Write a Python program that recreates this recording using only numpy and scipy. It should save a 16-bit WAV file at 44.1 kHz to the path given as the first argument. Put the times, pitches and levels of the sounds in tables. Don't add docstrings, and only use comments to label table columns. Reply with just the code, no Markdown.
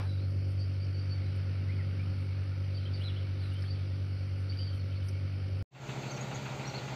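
import sys
import numpy as np
from scipy import signal
from scipy.io import wavfile
from scipy.ndimage import uniform_filter1d

SR = 44100
rng = np.random.default_rng(int(sys.argv[2]) if len(sys.argv) > 2 else 0)


def field_ratio(decibels):
    return 10 ** (np.asarray(decibels, dtype=float) / 20)


def generate_wav(signal):
    frames = np.transpose(np.atleast_2d(signal))
    scaled = np.clip(frames, -1, 1) * 32767
    pcm = np.round(scaled).astype(np.int16)
    wavfile.write(sys.argv[1], SR, pcm)


N = 306495
T = np.arange(N) / SR

CUT_S, SILENCE_S, RETURN_S = 5.6254, 5.645, 5.708
HILL_CYCLE_HZ, FAST_CYCLE_HZ, KNOCK_CYCLE_HZ = 7.9746, 11.304, 7.087


def evened(x):
    return x / np.sqrt(np.mean(abs(x) ** 2) + 1e-30)


def curve(rows, column=1):
    rows = np.array(rows)
    return np.interp(T, rows[:, 0], rows[:, column])


def bumps(rows):
    t = T[::64]
    swells = sum(high * np.exp(-2 * ((t - s) / half) ** 2) for s, high, half in rows)
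    return np.interp(T, t, swells)


def wander(hz):
    t = T[::64]
    rates = np.geomspace(hz / 20, hz, num=12)
    slow = sum(np.sin(2 * np.pi * (f * t + rng.random())) for f in rates)
    return np.interp(T, t, evened(slow))


def sine(phase, db):
    return np.sqrt(2) * field_ratio(db) * np.cos(phase)


def resonate(x, hz, width):
    turn = np.exp(2j * np.pi * np.cumsum(hz * np.ones(len(x))) / SR)
    r = np.exp(-np.pi * width / SR)
    return 2 * (turn * signal.lfilter([1 - r], [1, -r], x / turn)).real


def noise(lo, hi, points=None, patchy_db=1.):
    hz = np.fft.rfftfreq(2048, 1 / SR)
    a, b, patches = rng.standard_normal((N // 512 + 5, len(hz), 3)).T
    patches = uniform_filter1d(patches, size=20, axis=0)
    patches = evened(uniform_filter1d(patches, size=7, axis=1))
    colour = 0 * hz
    if points is not None:
        f, db = np.transpose(points)
        colour = np.interp(np.log(hz + 1), np.log(f + 1), db)
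    inside = (hz >= lo) & (hz < hi)
    z = (a + 1j * b) * field_ratio(colour[:, None] + patchy_db * patches) * inside[:, None]
    return evened(signal.istft(z, nperseg=2048, noverlap=1536)[1][:N])


def shelves(edges, levels_db):
    whole = np.fft.rfft(noise(edges[0], edges[-1]))
    hz = np.fft.rfftfreq(N, 1 / SR)
    cuts = [np.fft.irfft(whole * ((hz >= lo) & (hz < hi)), N) for lo, hi in zip(edges, edges[1:])]
    return [field_ratio(db) * evened(cut) for cut, db in zip(cuts, levels_db)]


def engine(angle, orders, orders_db, unsteady_db):
    total = 0
    for k, db in zip(orders, orders_db):
        pipe_shift = .008 * (k - 12) ** 2
        total = total + sine(k * angle + pipe_shift, db + unsteady_db * (.3 - db / 30) * wander(6))
    return total


HILL_ORDERS = [6, 12, 13, 18, 24, 25, 26, 29, 30, 36, 37, 42, 43, 47, 48, 54, 60, 66, 67, 72, 79, 84, 90,
               96]
HILL_ORDER_DB = [-36.5, 0.5, -30, -14, -28, -48, -32.5, -33.5, -25.5, -27, -37, -33.5, -40.5, -41.5, -30.5,
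                 -38.5, -42.5, -37.5, -31, -36, -51, -41, -49.5, -43]
# (t/s, level/dB)
HUM = [(0.0, -33), (0.31, -32), (0.98, -33), (1.73, -33), (2.54, -34), (5.49, -34.5), (5.6, -33.5)]


def hill_engine(angle):
    return field_ratio(curve(HUM)) * engine(angle, HILL_ORDERS, HILL_ORDER_DB, unsteady_db=0.66)


FAST_ORDERS = [6, 9, 10, 12, 13, 14, 15, 18, 19, 20, 24, 30, 36, 37, 40, 42, 43, 48]
FAST_ORDER_DB = [-19, -20, -18, 0, -17, -22, -15, -12, -20, -22, -15, -16, -15, -24, -23, -24, -23, -22]


def fast_engine(angle):
    return field_ratio(-43) * engine(angle, FAST_ORDERS, FAST_ORDER_DB, unsteady_db=1.2)


# (f/Hz, level/dB, starting phase/rad)
HILL_NEIGHBOURS = [
    (85.82, -48, 3.97),
    (25.8, -63, 0),
    (70, -64, 0),
]
# (f/Hz, level/dB, starting phase/rad)
FAST_NEIGHBOURS = [
    (122.85, -47, 0),
    (36, -73, 0),
]


def neighbours(lines, t):
    return sum(sine(2 * np.pi * hz * t + start, db + 0.5 * wander(0.82)) for hz, db, start in lines)


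# (t/s, firing f/Hz, level/dB)
PULLING = [
    (.9, 48.5, -72),
    (1.3, 50, -55),
    (1.7, 52.5, -52),
    (2, 54.8, -50),
    (2.09, 58, -48.5),
    (2.17, 65, -50),
    (2.23, 69, -75),
]


def pulling_away():
    phase = 2 * np.pi * np.cumsum(curve(PULLING)) / SR
    orders = sum(sine(k * phase, db) for k, db in zip(range(2, 7), [-5, 0, -5, -14, -15]))
    passing = (T > PULLING[0][0]) * (T < PULLING[-1][0])
    return orders * field_ratio(curve(PULLING, column=2)) * passing


PANEL_HZ = [540, 595, 650, 828, 893, 952, 1100, 1240, 1380, 1460, 2000, 2650]
PANEL_WIDTH_HZ = [25, 10, 50, 25, 15, 10, 25, 25, 10, 25, 200, 110]
PANEL_DB = [-62, -57, -61, -57, -63, -61, -66, -65, -60, -63, -70, -66]
CYLINDERS = [1, -.6, .7, .6]


def knocking():
    start = int(CUT_S * SR)
    at = (np.arange(5.748, T[-1], 1 / KNOCK_CYCLE_HZ / 4) * SR).astype(int) - start
    even, uneven, tick = np.zeros((3, N - start))
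    even[at] = field_ratio(.8 * rng.standard_normal(len(at)))
    uneven[at] = even[at] * np.resize(CYLINDERS, len(at))
    tick[at[::4]] = even[at[::4]]
    rings = 0
    for hz, width, db in zip(PANEL_HZ, PANEL_WIDTH_HZ, PANEL_DB):
        blow = even if hz < 700 else uneven if hz < 1700 else tick
        ring = resonate(resonate(blow, hz, 4 * width), hz, width)
        rings = rings + field_ratio(db) * evened(ring)
    dulled = signal.sosfilt(signal.butter(6, 3500, fs=SR, output="sos"), rings)
    return np.pad(dulled, (N - len(dulled), 0))


def chug(t):
    since = (t + 0.011) % (1 / KNOCK_CYCLE_HZ) / .008
    air = noise(700, 3300, [(700, -2), (1400, 3), (1800, -5), (2300, 1), (2650, 9), (2950, -4), (3300, -8)])
    return air * field_ratio(-50) * since * np.exp(1 - since)


# (t/s, length t/s, start f/Hz, end f/Hz, level/dB)
HIGH_BIRD = [(0.572, 0.06, 4480, 4620, -56), (.6, 0.07, 4730, 4750, -59), (0.795, .065, 4660, 4750, -58.5),
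             (0.93, 0.12, 4500, 4680, -56.5), (1.089, 0.054, 4470, 4550, -52), (1.17, .06, 4530, 4450, -64),
             (2.737, 0.051, 4530, 4600, -56.5), (2.926, 0.047, 4720, 4490, -52),
             (3.39, 0.045, 4400, 4600, -63), (3.67, 0.066, 4420, 4700, -54.5),
             (3.75, 0.024, 4540, 4520, -64), (4.491, 0.039, 4540, 4630, -50),
             (4.568, 0.087, 4695, 4680, -47.5), (4.61, 0.11, 4680, 4480, -56), (4.74, .1, 4420, 4400, -65),
             (4.94, .06, 4400, 4400, -61.5)]
MIDDLE_BIRD = [(0.058, 0.1, 3930, 4000, -59.5), (.17, 0.046, 3750, 4050, -65.5),
               (.2, 0.066, 4200, 4310, -62.5), (.74, .035, 4150, 4080, -68), (1.25, .03, 4300, 3950, -64),
               (2.8, 0.067, 4170, 4000, -64), (3.033, 0.055, 4070, 3900, -48.5),
               (3.42, 0.063, 4200, 3830, -60.5)]
LOW_BIRD = [(2.772, 0.021, 3230, 3090, -61), (2.848, 0.027, 2955, 3300, -55),
            (2.961, 0.053, 2950, 2810, -64), (3.004, 0.036, 2700, 3600, -53.5),
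            (3.077, 0.033, 3753, 2720, -49.5), (3.154, 0.032, 2674, 3560, -53.5),
            (3.215, .018, 3210, 2750, -64), (3.358, 0.024, 3134, 3070, -70),
            (3.508, 0.089, 2810, 3250, -59.5), (3.641, 0.033, 3180, 3300, -61.5),
            (3.75, 0.018, 3170, 3050, -68), (3.798, 0.033, 3020, 3420, -66),
            (4.52, 0.024, 2680, 3320, -58.5), (4.584, 0.05, 2890, 3300, -56.5),
            (4.673, 0.024, 3280, 3020, -58.5), (4.72, .04, 3200, 3080, -63),
            (4.909, 0.029, 3030, 3200, -65), (5.001, 0.032, 3080, 3030, -63), (3.92, .03, 3080, 3250, -69)]
WHISTLER = [
    (1.684, .05, 1863, 2630, -54),
    (1.782, 0.036, 2298, 1770, -54),
    (1.98, 0.058, 2145, 2610, -55),
]
FAST_LOW_BIRD = [(6.088, .028, 3970, 4860, -55), (6.145, 0.016, 4700, 4070, -54),
                 (6.35, .02, 4080, 3700, -60), (6.49, 0.015, 3780, 3820, -59),
                 (6.646, .02, 4120, 4320, -55), (6.692, 0.02, 4500, 4020, -50.5),
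                 (6.735, 0.039, 3910, 4700, -48), (6.775, 0.016, 4430, 3800, -52)]
FAST_HIGH_BIRD = [(6.106, 0.028, 6400, 6230, -51.5), (6.11, 0.076, 5830, 5550, -62),
                  (6.155, .03, 6250, 6300, -58), (6.205, 0.02, 6480, 6900, -49),
                  (6.3, 0.0079, 6180, 6080, -59), (6.338, 0.033, 6750, 6700, -55),
                  (6.342, 0.024, 6250, 6250, -56), (6.66, 0.038, 5830, 5600, -53.5)]


def whistle(length, hz0, hz1, db, blur):
    t = np.linspace(0, 1, int(length * SR))
    hz = hz0 + (hz1 - hz0) * t
    fuzz = rng.standard_normal(len(t))
    for width in (2 * blur, 2 * blur, blur):
        fuzz = resonate(fuzz, hz, width)
    clear = sine(2 * np.pi * np.cumsum(hz) / SR, -blur / 40)
    return field_ratio(db) * (min(blur / 120, 1) * evened(fuzz) + clear) * np.sin(np.pi * t) ** .6


def birds():
    out = np.zeros(N)
    flock = [(HIGH_BIRD, 185), (MIDDLE_BIRD, 190), (LOW_BIRD, 150), (WHISTLER, 50),
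             (FAST_LOW_BIRD, 120), (FAST_HIGH_BIRD, 180)]
    for notes, blur in flock:
        for s, *shape in notes:
            note = whistle(*shape, blur)
            out[int(s * SR):][:len(note)] += note
    t = T[:6000]
    trees = rng.standard_normal(len(t)) * field_ratio(-60 * t / .15) * (t > .006)
    return out + field_ratio(-6) * signal.oaconvolve(out, trees / np.linalg.norm(trees))[:N]


# (t/s, level/dB, centre f/Hz, width f/Hz)
SNAPS = [
    (0.309, -73, 5000, 1680),
    (.6, -81, 8330, 497),
    (1.362, -78, 9800, 3000),
    (3.541, -67, 1720, 796),
    (3.625, -61, 4900, 1000),
    (3.641, -60.5, 1730, 800),
    (5.088, -60.5, 5300, 1200),
    (5.088, -70.5, 9800, 2940),
]


def snaps():
    out = np.zeros(N)
    t = np.arange(1500) / SR
    for s, db, hz, width in SNAPS:
        band = signal.butter(4, [hz - width / 2, hz + width / 2], "band", fs=SR, output="sos")
        burst = evened(signal.sosfilt(band, rng.standard_normal(len(t))))
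        swell = (t / 0.0014) * np.exp(1 - t / 0.0039)
        out[int((s - .004) * SR):][:len(t)] += field_ratio(db) * burst * swell
    return out


# (f/Hz, level/dB per Hz)
HILL_ROAR = [(12, -59), (20, -33.5), (38, -25), (63, -14), (97, -7.5), (120, -12.5), (189, -21),
             (293, -19.5), (469, -26), (537, -23.5), (750, -36), (980, -75), (1650, -120)]
# (f/Hz, level/dB)
HILL_MID = [(440, -32), (750, -3), (829, -5), (1080, -8), (1370, 1.5), (1470, 0.5), (1620, -4.5),
            (2080, -4), (2240, 1), (2390, -2.5), (3170, -5.5), (3350, -11), (4360, -41), (7370, -120)]
# (t/s, level/dB)
ROAD = [(0, -4.5), (.7, -3), (1.35, 2), (2.1, 2), (2.65, 0), (3.1, 2), (3.6, 0.5), (4.4, -1), (5.6, 0)]


def hill_roar(puffing, gusts):
    low = noise(20, 750, HILL_ROAR) * field_ratio(-49.5)
    middle = noise(750, 3350, HILL_MID) * field_ratio(-57.5 + .1 * gusts) * puffing
    dull = signal.sosfiltfilt(signal.butter(3, 1900, fs=SR, output="sos"), middle)
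    road = curve(ROAD)
    return low + dull * field_ratio(0.71 * road) + (middle - dull) * field_ratio(0.52 * road)


# (t/s, rise level/dB, half length t/s)
GUSTS = [(0.01, 6, 0.13), (.31, 3, .03), (.51, 7, .04), (.86, 1, .04), (1.365, 5, 0.019), (2.22, 4, .06),
         (2.8, 1, .08), (3.03, 5.5, 0.066), (3.46, 5, .07), (3.54, 10.5, 0.016), (3.63, 7, 0.067),
         (4.4, 4, .05), (4.6, 3.5, .06), (4.76, 8, 0.037), (5.08, 12, 0.053), (5.6, 3, 0.055)]
HILL_EDGES = [3350, 4280, 4820, 5380, 5980, 6700, 8180, 11900, 15500]
HILL_SHELF_DB = [-67.5, -65.5, -69, -75, -93.5, -94.5, -78, -105]


def hill_treble(puffing, gusts):
    far, *near, dip, rustle, top = shelves(HILL_EDGES, HILL_SHELF_DB)
    chatter = bumps([(note[0], 1, 0.11) for note in LOW_BIRD + MIDDLE_BIRD])
    near.append(far * field_ratio(-2.0 + curve(ROAD) + 3 * np.sqrt(chatter)))
    leaves = (rustle + .6 * resonate(rustle, 9250, 500)) * field_ratio(gusts - 2.5)
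    return sum(near) * puffing + dip + top + leaves


# (f/Hz, level/dB)
FAST_ROAR = [(170, -3), (410, -5.5), (600, -6), (830, -5.5), (1030, -12.5), (1400, -12), (1700, -14),
             (2300, -10.5), (2970, -15.5), (4780, -17.5)]


def fast_roar(t):
    sag = (t + .009) * KNOCK_CYCLE_HZ % 1 - .5
    roar = noise(170, 4780, FAST_ROAR) * field_ratio(-45 - 3 * sag)
    return roar + noise(48, 170, [(48, -8), (100, 0), (170, 0)]) * field_ratio(-54)


FAST_EDGES = [4780, 6080, 6850, 7680, 8500, 9500, 11600, 15500]
FAST_SHELF_DB = [-64.5, -62, -64.5, -73.5, -90.5, -92.5, -75.5]


def fast_treble(t):
    *near, top = shelves(FAST_EDGES, FAST_SHELF_DB)
    return sum(near) + top * field_ratio(2.2 * np.cos(2 * np.pi * 4 * KNOCK_CYCLE_HZ * t + 1.))


def settling():
    return noise(250, 5970, [(250, 2.5), (1200, 6.0), (5900, -10)], patchy_db=2) * field_ratio(-45 - 184 * T)


# (f/Hz, level/dB)
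WHINE = [
    (13168.8, -101),
    (13360.1, -101),
    (13015.6, -112),
]


def whine():
    return sum(sine(2 * np.pi * hz * T, db) for hz, db in WHINE)


def hillside():
    angle = 2 * np.pi * HILL_CYCLE_HZ * T + .457
    puffing = field_ratio(0.99 * np.cos(6 * angle))
    gusts = bumps(GUSTS)
    engines = hill_engine(angle) + neighbours(HILL_NEIGHBOURS, T) + pulling_away()
    air = hill_roar(puffing, gusts) + hill_treble(puffing, gusts)
    return engines + air + settling() + whine()


def fast_scene():
    t = T - 5.9
    angle = 2 * np.pi * FAST_CYCLE_HZ * t + .483
    engines = fast_engine(angle) + neighbours(FAST_NEIGHBOURS, t) + knocking() + chug(t)
    return engines + fast_roar(t) + fast_treble(t)


def remnant():
    fall = field_ratio(-68 - 900 * (T - CUT_S).clip(0))
    return noise(30, 700) * fall * (T >= CUT_S) * (T < SILENCE_S)


# (t/s, level/dB)
FADE = [
    (5.708, -45),
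    (5.72, -25),
    (5.735, -17),
    (5.76, -12),
    (5.8, -9),
    (5.84, -4),
    (5.9, 0),
]


def scene():
    small = birds() + snaps()
    before = (hillside() + small) * (T < CUT_S)
    after = (fast_scene() + small) * field_ratio(curve(FADE)) * (T > RETURN_S)
    return (before + remnant() + after)[None]


def low_pass(x):
    return signal.sosfilt(signal.butter(12, 15550, fs=SR, output="sos"), x)


def record(dry):
    return low_pass(dry)


dry = scene()
out = record(dry)
generate_wav(out)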